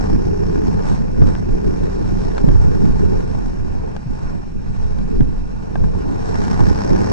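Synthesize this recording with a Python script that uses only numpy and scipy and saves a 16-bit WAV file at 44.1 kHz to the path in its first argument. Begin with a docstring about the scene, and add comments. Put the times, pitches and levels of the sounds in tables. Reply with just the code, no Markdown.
"""Motorcycle ride, helmet camera

Wind buffets two microphone ports in opposite sense and overloads them: shaped noise, gust humps and swings.
Under it a twin-cylinder engine's firing pulses ring the exhaust, engine cases and air box.
Coloured noise gives the rush of air, wet-road spray and clatter, plus a faint whirr.
Decaying rings and clicks make housing knocks, one strong firing and a wind slap's edge; low thuds are bumps."""
import sys
import numpy as np
from scipy import signal
from scipy.fft import rfft, irfft
from scipy.io import wavfile
from scipy.ndimage import uniform_filter1d

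SR = 44100
rng = np.random.default_rng(int(sys.argv[2]) if len(sys.argv) > 2 else 0)


def wav_out(sig):
    """Save sig, one row per channel (or a flat mono array), as 16-bit PCM at SR to the path in sys.argv[1]."""
    wavfile.write(sys.argv[1], SR, np.round(np.clip(np.atleast_2d(sig).T, -1, 1) * 32767).astype(np.int16))


N = 313992
TIME, BINS = np.arange(N) / SR, np.fft.rfftfreq(N, 1 / SR)


def gain_of(db):
    """Amplitude gain of a level in dB."""
    return 10 ** (np.asarray(db) / 20)


def evened(x):
    """Scales to rms 1."""
    return x / np.sqrt(np.mean(x ** 2) + 1e-20)


def read(points, hz):
    """A spectrum table, joined on a log-frequency axis."""
    f, value = np.transpose(points)
    return np.interp(np.log(hz + 1), np.log(f + 1), value)


def follow(rows):
    """The columns of a curve table, joined in time."""
    s, *columns = np.transpose(rows)
    return [np.interp(TIME, s, column) for column in columns]


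def wander(slow_hz, fast_hz):
    """Random drift of rms 1 between two rates."""
    shape = BINS / (BINS + slow_hz) / (1 + (BINS / fast_hz) ** 2)
    return evened(irfft(rfft(rng.standard_normal(N)) * shape, N))


def decayed(fired, seconds):
    """Each firing starts an exponential decay with this time constant."""
    return signal.lfilter([1], [1, -np.exp(-1 / (seconds * SR))], fired)


def patchy(patchy_db, tilt_db, tilt, size):
    """Two unrelated noises sharing one field of drifting patches and one moving tilt."""
    hz, t, z = signal.stft(rng.standard_normal((2, N)), SR, nperseg=size)
    patches = rng.standard_normal(z.shape[1:])
    patches = uniform_filter1d(patches, size=7, axis=0)
    patches = evened(uniform_filter1d(patches, size=9, axis=1))
    moving_tilt = read(tilt, hz)[:, None] * np.interp(t, TIME, tilt_db)
    field_db = patchy_db * patches + moving_tilt
    return signal.istft(z * gain_of(field_db), SR, nperseg=size)[1][:, :N]


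def ports(pair, colour, same, lead_rad, left_db, lo_hz, hi_hz):
    """Colours a noise pair and lays it on two ports; scaled by the shared noise's rms in lo-hi."""
    a, b = rfft(pair) * gain_of(read(colour, BINS))
    half = gain_of(left_db / 2)
    right = same * a * np.exp(-1j * lead_rad) + np.sqrt(1 - same ** 2) * b
    placed = irfft(np.array([a * half, right / half]), N)
    band = irfft(a * (BINS > lo_hz) * (BINS < hi_hz), N)
    return placed / np.sqrt(np.mean(band ** 2))


def steadied(pair, seconds, share):
    """Irons out part of the chance swells of a noise pair."""
    size = int(seconds * SR)
    power = uniform_filter1d(uniform_filter1d((pair ** 2).mean(0), size), size)
    return pair * (power / power.mean() + 0.042) ** (-share / 2)


# gusts striking the helmet: (peak time [s], length before stretch [s], lift [dB])
GUST_HUMPS = [(0.141, 0.072, 10.5), (0.923, 0.05, 10.5), (1.236, 0.17, 11.5), (1.533, 0.07, 10),
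              (1.677, 0.056, 8.5), (2.217, 0.046, 5.5), (2.474, 0.17, 8.5), (2.604, 0.22, 8),
              (2.87, 0.14, 8.5), (3.072, 0.32, 5.5), (4.11, 0.1, 12.5), (4.307, 0.18, 9.5),
              (4.561, 0.046, 11), (5.206, 0.071, 15), (5.837, 0.15, 16), (6.655, 0.13, 9),
              (6.925, 0.073, 11.5)]


def gusts(stretch):
    """Lift in dB: each gust swells and fades as one rounded hump."""
    lift_db = np.zeros(N)
    for s, length_s, db in GUST_HUMPS:
        place = np.clip(2 * (TIME - s) / (length_s * stretch), -1, 1)
        lift_db += db * np.cos(np.pi / 2 * place) ** 2
    return lift_db


# wind between gusts: (time [s], eddy level [dB], heave level [dB])
WIND_LEVELS = [(0, -21.5, -24), (.55, -16, -25), (1.4, -20, -25), (2.3, -20, -23), (2.8, -14.5, -25),
               (3.4, -20, -25.5), (3.85, -19.5, -25), (4.03, -34.5, -33.5), (4.5, -29.5, -33.5),
               (4.85, -15, -23), (5.4, -21, -22.5), (5.68, -26.5, -33.5), (6, -21, -25.5), (7.12, -18, -29)]
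# eddy spectrum: (frequency [Hz], density [dB per Hz])
EDDY_COLOUR = [(8, -30), (30, -9), (98, 1), (212, -2), (260, -6), (330, -8.5), (435, -7.5), (520, -18),
               (2500, -79)]
# eddy balance: (frequency [Hz], left minus right [dB])
EDDY_LEFT = [(100, -3), (190, -2), (500, 0.5)]
EDDY_SAME, EDDY_LEAD_RAD = 1, 3.015  # likeness of the ports, left lead
EDDY_STRETCH, EDDY_LUMPS_DB = 1.49, 2.5


def buffet():
    """Eddies push one port while they pull the other; they come in lumps."""
    lumps_db = EDDY_LUMPS_DB * wander(8.5, 9.4)
    level_db = follow(WIND_LEVELS)[0] + gusts(EDDY_STRETCH) + lumps_db
    speed_db = follow(RUSH_LEVELS)[0] + follow(ROAR_LEVELS)[0]
    # faster air sheds more small, quick eddies; big gusts are mostly large ones
    small_db = 0.92 * (speed_db - speed_db.mean()) - 0.66 * (level_db - level_db.mean())
    pair = patchy(3.33, small_db, [(130, 0.11), (330, 0.99)], size=2048)
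    pair = ports(pair, EDDY_COLOUR, EDDY_SAME, EDDY_LEAD_RAD, read(EDDY_LEFT, BINS), 22, 620)
    return gain_of(level_db) * steadied(pair, 0.015, 0.51)


# single large eddies: (time [s], envelope peak [dB], swing rate [Hz], right-port gain [ratio],
# phase advance [turns])
SLAP_EVENTS = [(1.2219, 6.5, 134, -0.84, 0.27), (2.4440, 2.5, 166, -1.08, 0), (5.2075, -0.5, 240, -0.88, 0),
               (6.713, -6, 330, -1.37, 0)]
SLAP_WIDTH_TURNS, RIGHT_LAG_S = .62, .00021


def slaps():
    """An eddy slaps the ports: a short, strong pressure swing, opposite at the two."""
    out = np.zeros((2, N))
    for s, db, hz, right, early in SLAP_EVENTS:
        turns = (TIME - s - np.array([[0], [RIGHT_LAG_S]])) * hz
        envelope = gain_of(db) * np.exp(-(turns / SLAP_WIDTH_TURNS) ** 2)
        out -= envelope * np.cos(2 * np.pi * (turns + early)) * [[1], [right]]
    return out


# heave spectrum: (frequency [Hz], density [dB per Hz])
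HEAVE_COLOUR = [(3, -40), (14, 0), (28, 0), (42, -10), (75, -19), (900, -110)]
HEAVE_SHARE, HEAVE_STRETCH = 0.73, 1.93  # share of gust dB, stretch of gust length
HEAVE_LUMPS_DB = 2


def heave():
    """The slowest pressure swings reach both ports together and swell with the gusts."""
    pair = ports(rng.standard_normal((2, N)), HEAVE_COLOUR, .95, 0, -1.2, 8, 45)
    gust_db = HEAVE_SHARE * gusts(HEAVE_STRETCH)
    level_db = follow(WIND_LEVELS)[1] + gust_db + HEAVE_LUMPS_DB * wander(3.5, 11.5)
    return gain_of(level_db) * steadied(pair, 0.037, 0.62)


# engine speed: (time [s], four-stroke cycle rate [Hz])
CYCLE_RATE = [(0, 33), (2, 31.5), (4.5, 24), (6.1, 29.4), (6.4, 31.5), (6.75, 33), (6.93, 35.6),
              (7.12, 36.8)]
FIRING_S = 6.354  # the stronger cylinder fires near this time
WEAK_DB, UNEVEN_DB, JITTER_CYCLES = -4.0, 1.5, .014


def firings():
    """Two firings a cycle, 270 and 450 crank degrees apart, uneven in time and strength."""
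    turns = np.cumsum(follow(CYCLE_RATE)[0]) / SR
    turns = turns - turns[round(FIRING_S * SR)] + JITTER_CYCLES * wander(2, 12)
    strong = np.diff(np.floor(turns), prepend=np.inf) > 0
    weak = np.diff(np.floor(turns + 3 / 8), prepend=np.inf) > 0
    return (strong + gain_of(WEAK_DB) * weak) * gain_of(UNEVEN_DB * rng.standard_normal(N))


# exhaust drone: (time [s], level [dB], hum pitch [Hz])
EXHAUST_CURVES = [(0, -23.5, 177.4), (1.02, -29.5, 167.7), (1.8, -26.5, 179), (2.25, -25.5, 171.3),
                  (2.45, -44.5, 169), (3, -28, 181), (3.6, -32, 184.3), (4.5, -31.5, 159), (5.4, -36, 183),
                  (6.07, -28, 166.5), (6.6, -30.5, 179), (7.12, -23.5, 191)]
# pipe resonances: (frequency [Hz], bandwidth [Hz], relative level [dB])
PIPE_MODES = [(84.6, 25.7, -8), (119.5, 25.7, -10)]
HUM_WIDTH_HZ, HUM_DB = 35., -3.5  # hum level relative to pipe ring
PUFF_DECAY_S, PUFF_SHARE = .008, 1.47


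def exhaust(fired):
    """Each firing, with a puff of turbulent gas, rings the pipe and a hum whose pitch drifts on its own curve."""
    level_db, hum_hz = follow(EXHAUST_CURVES)
    t = np.arange(4000) / SR
    ring = sum(gain_of(db) * np.exp(-np.pi * width * t) * np.sin(2 * np.pi * hz * t)
               for hz, width, db in PIPE_MODES)
    puffs = .4 + decayed(fired, PUFF_DECAY_S)
    drive = evened(fired) + PUFF_SHARE * evened(puffs * rng.standard_normal(N))
    pipe = evened(signal.oaconvolve(drive, ring)[:N])
    # sliding resonance: shift to 0 Hz, two low-passes, shift back
    turn = np.exp(2j * np.pi * np.cumsum(hum_hz) / SR)
    r = np.exp(-np.pi * HUM_WIDTH_HZ / SR)
    low = signal.lfilter([1 - r], [1, -r], drive / turn)
    hum = (turn * signal.lfilter([1 - r], [1, -r], low)).real
    drone = evened(pipe + gain_of(HUM_DB) * evened(hum))
    return gain_of(level_db + 1.9 * wander(25, 25)) * drone


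# air, spray and clatter: (time [s], level of the 2.2-10 kHz part before the roar shift [dB])
RUSH_LEVELS = [(0, -44.5), (.25, -49), (.74, -47), (.9, -48), (1.11, -53.5), (1.28, -47.5), (1.42, -52.5),
               (1.59, -50), (2.2, -49), (3.15, -50), (3.64, -53.5), (4.06, -55), (4.23, -52.5), (4.55, -58),
               (4.8, -53), (5.6, -56.5), (6.22, -50), (6.36, -45), (7.11, -42.5)]
# fine spray: (time [s], tilt near 4 kHz and above 8 kHz, before band weights [dB])
SPRAY_TILT = [(.83, 0.5), (.87, 9), (.94, 12), (.98, 4), (6.3, 7), (7.12, -1.5)]
# roar under 1.5 kHz against the hiss above: (time [s], level [dB])
ROAR_LEVELS = [(0, 0.5), (.2, -1), (3.7, 0), (3.9, 3.5), (4.0, -4), (4.3, 2.5), (4.47, -2), (4.9, -1.5),
               (5.5, -1), (6.05, 2.5), (6.3, -0.5)]
# rush spectrum: (frequency [Hz], density [dB per Hz])
RUSH_COLOUR = [(150, 23.5), (450, 18), (620, 16.5), (844, 24.5), (1110, 14), (1300, 8.5), (1430, 16),
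               (1590, 11), (2000, 6), (2600, -4.5), (3400, -11), (4200, -6), (5520, 3.5), (6600, -8),
               (8200, -14.5), (9000, -22.5), (11000, -25)]
# port likeness: (frequency [Hz], likeness [0-1])
RUSH_LIKENESS = [(600, 0.59), (950, 1), (1100, 0.55), (1300, 0.53), (1430, 1), (1620, 0.33), (2200, 0.96),
                 (2500, 0.12), (4000, 0.1), (5500, 0.99), (7000, 0.072), (8000, 0.75), (10500, 0.86)]
# port phase: (frequency [Hz], left lead [rad])
RUSH_PHASE = [(600, 3.1), (1100, 2.1), (1500, 2.5), (2100, 3.2), (2600, .5), (4100, -.5), (4400, 1.7),
              (6800, 1.6), (7500, -.5), (8200, -.1)]
# port balance: (frequency [Hz], left minus right [dB])
RUSH_BALANCE = [(600, 2), (4200, -4.5), (5500, -3), (6300, 3), (11000, 1)]
ROAR_TOP_HZ, THROB_DECAY_S = 1500, .0035


def rush(fired):
    """Wide hiss that flutters with the air and throbs with each firing, more so when loud."""
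    level_db, top_db = follow(RUSH_LEVELS)[0], follow(SPRAY_TILT)[0]
    depth = 2.4 * gain_of(1.2 * (level_db - level_db.max()))
    tilt = [(2500, 0.43), (3900, 1.0), (5000, 0.0089), (8000, 0.83)]
    pair = patchy(1.0, top_db, tilt, size=512)
    pair = pair * (1 + depth * decayed(fired, THROB_DECAY_S)) * gain_of(0.94 * wander(0.43, 15))
    same, lead_rad = read(RUSH_LIKENESS, BINS), read(RUSH_PHASE, BINS)
    placed = ports(pair, RUSH_COLOUR, same, lead_rad, read(RUSH_BALANCE, BINS), 2220, 10000)
    roar = irfft(rfft(placed) / (1 + (BINS / ROAR_TOP_HZ) ** 4), N)
    return gain_of(level_db) * (placed + (gain_of(follow(ROAR_LEVELS)[0]) - 1) * roar)


# engine case modes: (frequency [Hz], relative level [dB], t60 [s])
CASE_MODES = [(607, -1.5, 0.016), (994, -0.5, 0.0068), (1674, -12, 0.035)]
CASES_DB = -35.5  # left-port level at the loudest rush
ENGINE_FOLLOW = 1.25  # dB lost per dB the rush drops
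CLATTER_DECAY_S = .004


def cases(fired):
    """Each firing and its clatter ring the engine cases, opposite at the ports; level follows the rush."""
    t, rush_db = np.arange(2048) / SR, follow(RUSH_LEVELS)[0]
    ring = sum(gain_of(db - 60 * t / t60) * np.sin(2 * np.pi * hz * t) for hz, db, t60 in CASE_MODES)
    clatter = decayed(fired, CLATTER_DECAY_S) * rng.standard_normal(N)
    rung = evened(signal.oaconvolve(fired + 0.09 * clatter, ring)[:N])
    level_db = CASES_DB + ENGINE_FOLLOW * (rush_db - rush_db.max())
    return gain_of(level_db) * rung * [[1], [-.2]]


INTAKE_HZ, INTAKE_WIDTH_HZ, INTAKE_DB = 220, 110, -31.5  # level at the loudest rush


def intake(fired):
    """Each firing thumps the air box cleanly: faint lines that climb with the revs."""
    t, rush_db = np.arange(2048) / SR, follow(RUSH_LEVELS)[0]
    thump = np.exp(-np.pi * INTAKE_WIDTH_HZ * t) * np.sin(2 * np.pi * INTAKE_HZ * t)
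    level_db = INTAKE_DB + ENGINE_FOLLOW * (rush_db - rush_db.max())
    return gain_of(level_db) * evened(signal.oaconvolve(fired, thump)[:N])


# blows, at 5.2075 s the sharp edge of a wind slap, at 6.354 s one strong engine firing: (time [s], left-port
# ring-plus-crack peak [dB], hardness as crack over ring, relative [dB], right-port delay [ms], rattle t60 [s])
CRACK_EVENTS = [(1.352, -15, 5, 0.22, .006), (2.369, -17, -18, 0.18, .014), (2.38, -10.5, 11, 0.16, 0.039),
                (2.488, -9, 0, 0.1, 0.016), (3.965, -16, 13, 0.24, 0.016), (4.988, -19.5, 14, 0.12, 0.0083),
                (5.2075, -15.5, 3, 0.16, 0.0078), (5.756, -10, -3, 2.1, .012),
                (5.84, -15.5, 2, 1.41, 0.013), (6.354, -13.5, -8, 0.18, 0.049)]
# ring modes: (frequency [Hz], relative level [dB], t60 [s])
RING_MODES = [(440, 11.5, 0.0066), (805, 24.5, 0.0051), (1576, 6.5, 0.019), (2350, -3, 0.0093)]
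# crack spectrum: (frequency [Hz], density [dB per Hz])
CRACK_COLOUR = [(300, -5), (900, 8), (1650, 0), (2500, -9.5), (5000, -12.5), (7500, -20), (11000, -36)]
LEAD_IN_S = .005  # room for each crack's soft onset
FAR_PORT_HZ, FAR_GAIN = 2190, -.85


def cracks_and_rings():
    """A click with a short rattle plus decaying modes; the far port is inverted, duller and later."""
    out, t, hz = np.zeros((2, N + 3000)), np.arange(2048) / SR, np.fft.rfftfreq(2048, 1 / SR)
    for s, db, hard_db, delay_ms, rattle_s in CRACK_EVENTS:
        ring = np.zeros(len(t))
        for f, mode_db, t60 in RING_MODES:
            level_db = mode_db + 1.5 * rng.standard_normal()
            ring += gain_of(level_db - 60 * t / t60) * np.sin(2 * np.pi * f * t)
        rattle = rng.standard_normal(len(t)) * gain_of(-60 * t / rattle_s)
        crack = irfft(rfft(6.1 * (t == 0) + rattle) * gain_of(read(CRACK_COLOUR, hz)))
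        soft_ring = evened(ring * (1 - np.exp(-t / 0.00035)))
        sound = soft_ring + gain_of(hard_db - 13.5) * evened(crack)
        near = gain_of(db) * np.roll(sound, round(LEAD_IN_S * SR)) / abs(sound).max()
        far = irfft(rfft(near) / np.sqrt(1 + (hz / FAR_PORT_HZ) ** 4))
        start_s = s - LEAD_IN_S
        out[0, round(start_s * SR):][:len(t)] += near
        out[1, round((start_s + delay_ms / 1000) * SR):][:len(t)] += FAR_GAIN * far
    return out[:, :N]


# road bumps: (time [s], peak of the 140 Hz swing [dB])
JOLT_EVENTS = [(2.4749, -8), (4.06, -17.5), (5.212, -11.5)]


def jolts():
    """A bump travels up through rider and helmet as a short low thud."""
    out, t = np.zeros(N), np.arange(4000) / SR
    swing = (1 - np.exp(-t / 0.007)) * gain_of(-60 * t / 0.05) * np.sin(2 * np.pi * 140 * t)
    upper = 0.25 * gain_of(-60 * t / 0.01) * np.sin(2 * np.pi * 340 * t)
    thud = swing / abs(swing).max() + upper
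    for s, db in JOLT_EVENTS:
        out[round(s * SR):][:len(t)] -= gain_of(db) * thud
    return out


WHIRR_HZ, WHIRR_HALF_WIDTH_HZ = 2470, 440
WHIRR_DB, WHIRR_FOLLOW = -59.5, 0.22  # level at mean rush, dB per dB of rush


def whirr():
    """A fuzzy narrow band, unrelated at the two ports, that changes little with the rush."""
    rush_db = follow(RUSH_LEVELS)[0]
    band = np.exp(-((BINS - WHIRR_HZ) / WHIRR_HALF_WIDTH_HZ) ** 2)
    pair = evened(irfft(rfft(rng.standard_normal((2, N))) * band, N))
    level_db = WHIRR_DB + WHIRR_FOLLOW * (rush_db - rush_db.mean()) + 2.0 * wander(3, 30)
    return gain_of(level_db) * pair


def scene():
    """Sums wind, engine, rush, cracks and bumps at the two ports."""
    fired = firings()
    wind = buffet() + slaps() + heave()
    engine = exhaust(fired) + cases(fired) + intake(fired)
    return wind + engine + rush(fired) + cracks_and_rings() + jolts() + whirr()


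KNEE, CEILING, EDGE_HZ = .9, .995, 11150  # shares of full scale; band limit


def record(dry):
    """Peaks bend over a knee towards full scale; then the band limit."""
    dry = dry - dry.mean(1, keepdims=True)
    room = CEILING - KNEE
    excess = np.maximum(abs(dry) - KNEE, 0)
    bent = np.clip(dry, -KNEE, KNEE) + np.sign(dry) * room * np.tanh(excess / room)
    low_pass = signal.firwin(511, EDGE_HZ, window=("kaiser", 9), fs=SR)
    return signal.oaconvolve(bent, low_pass[None], "same")


dry = scene()
out = record(dry)
wav_out(out)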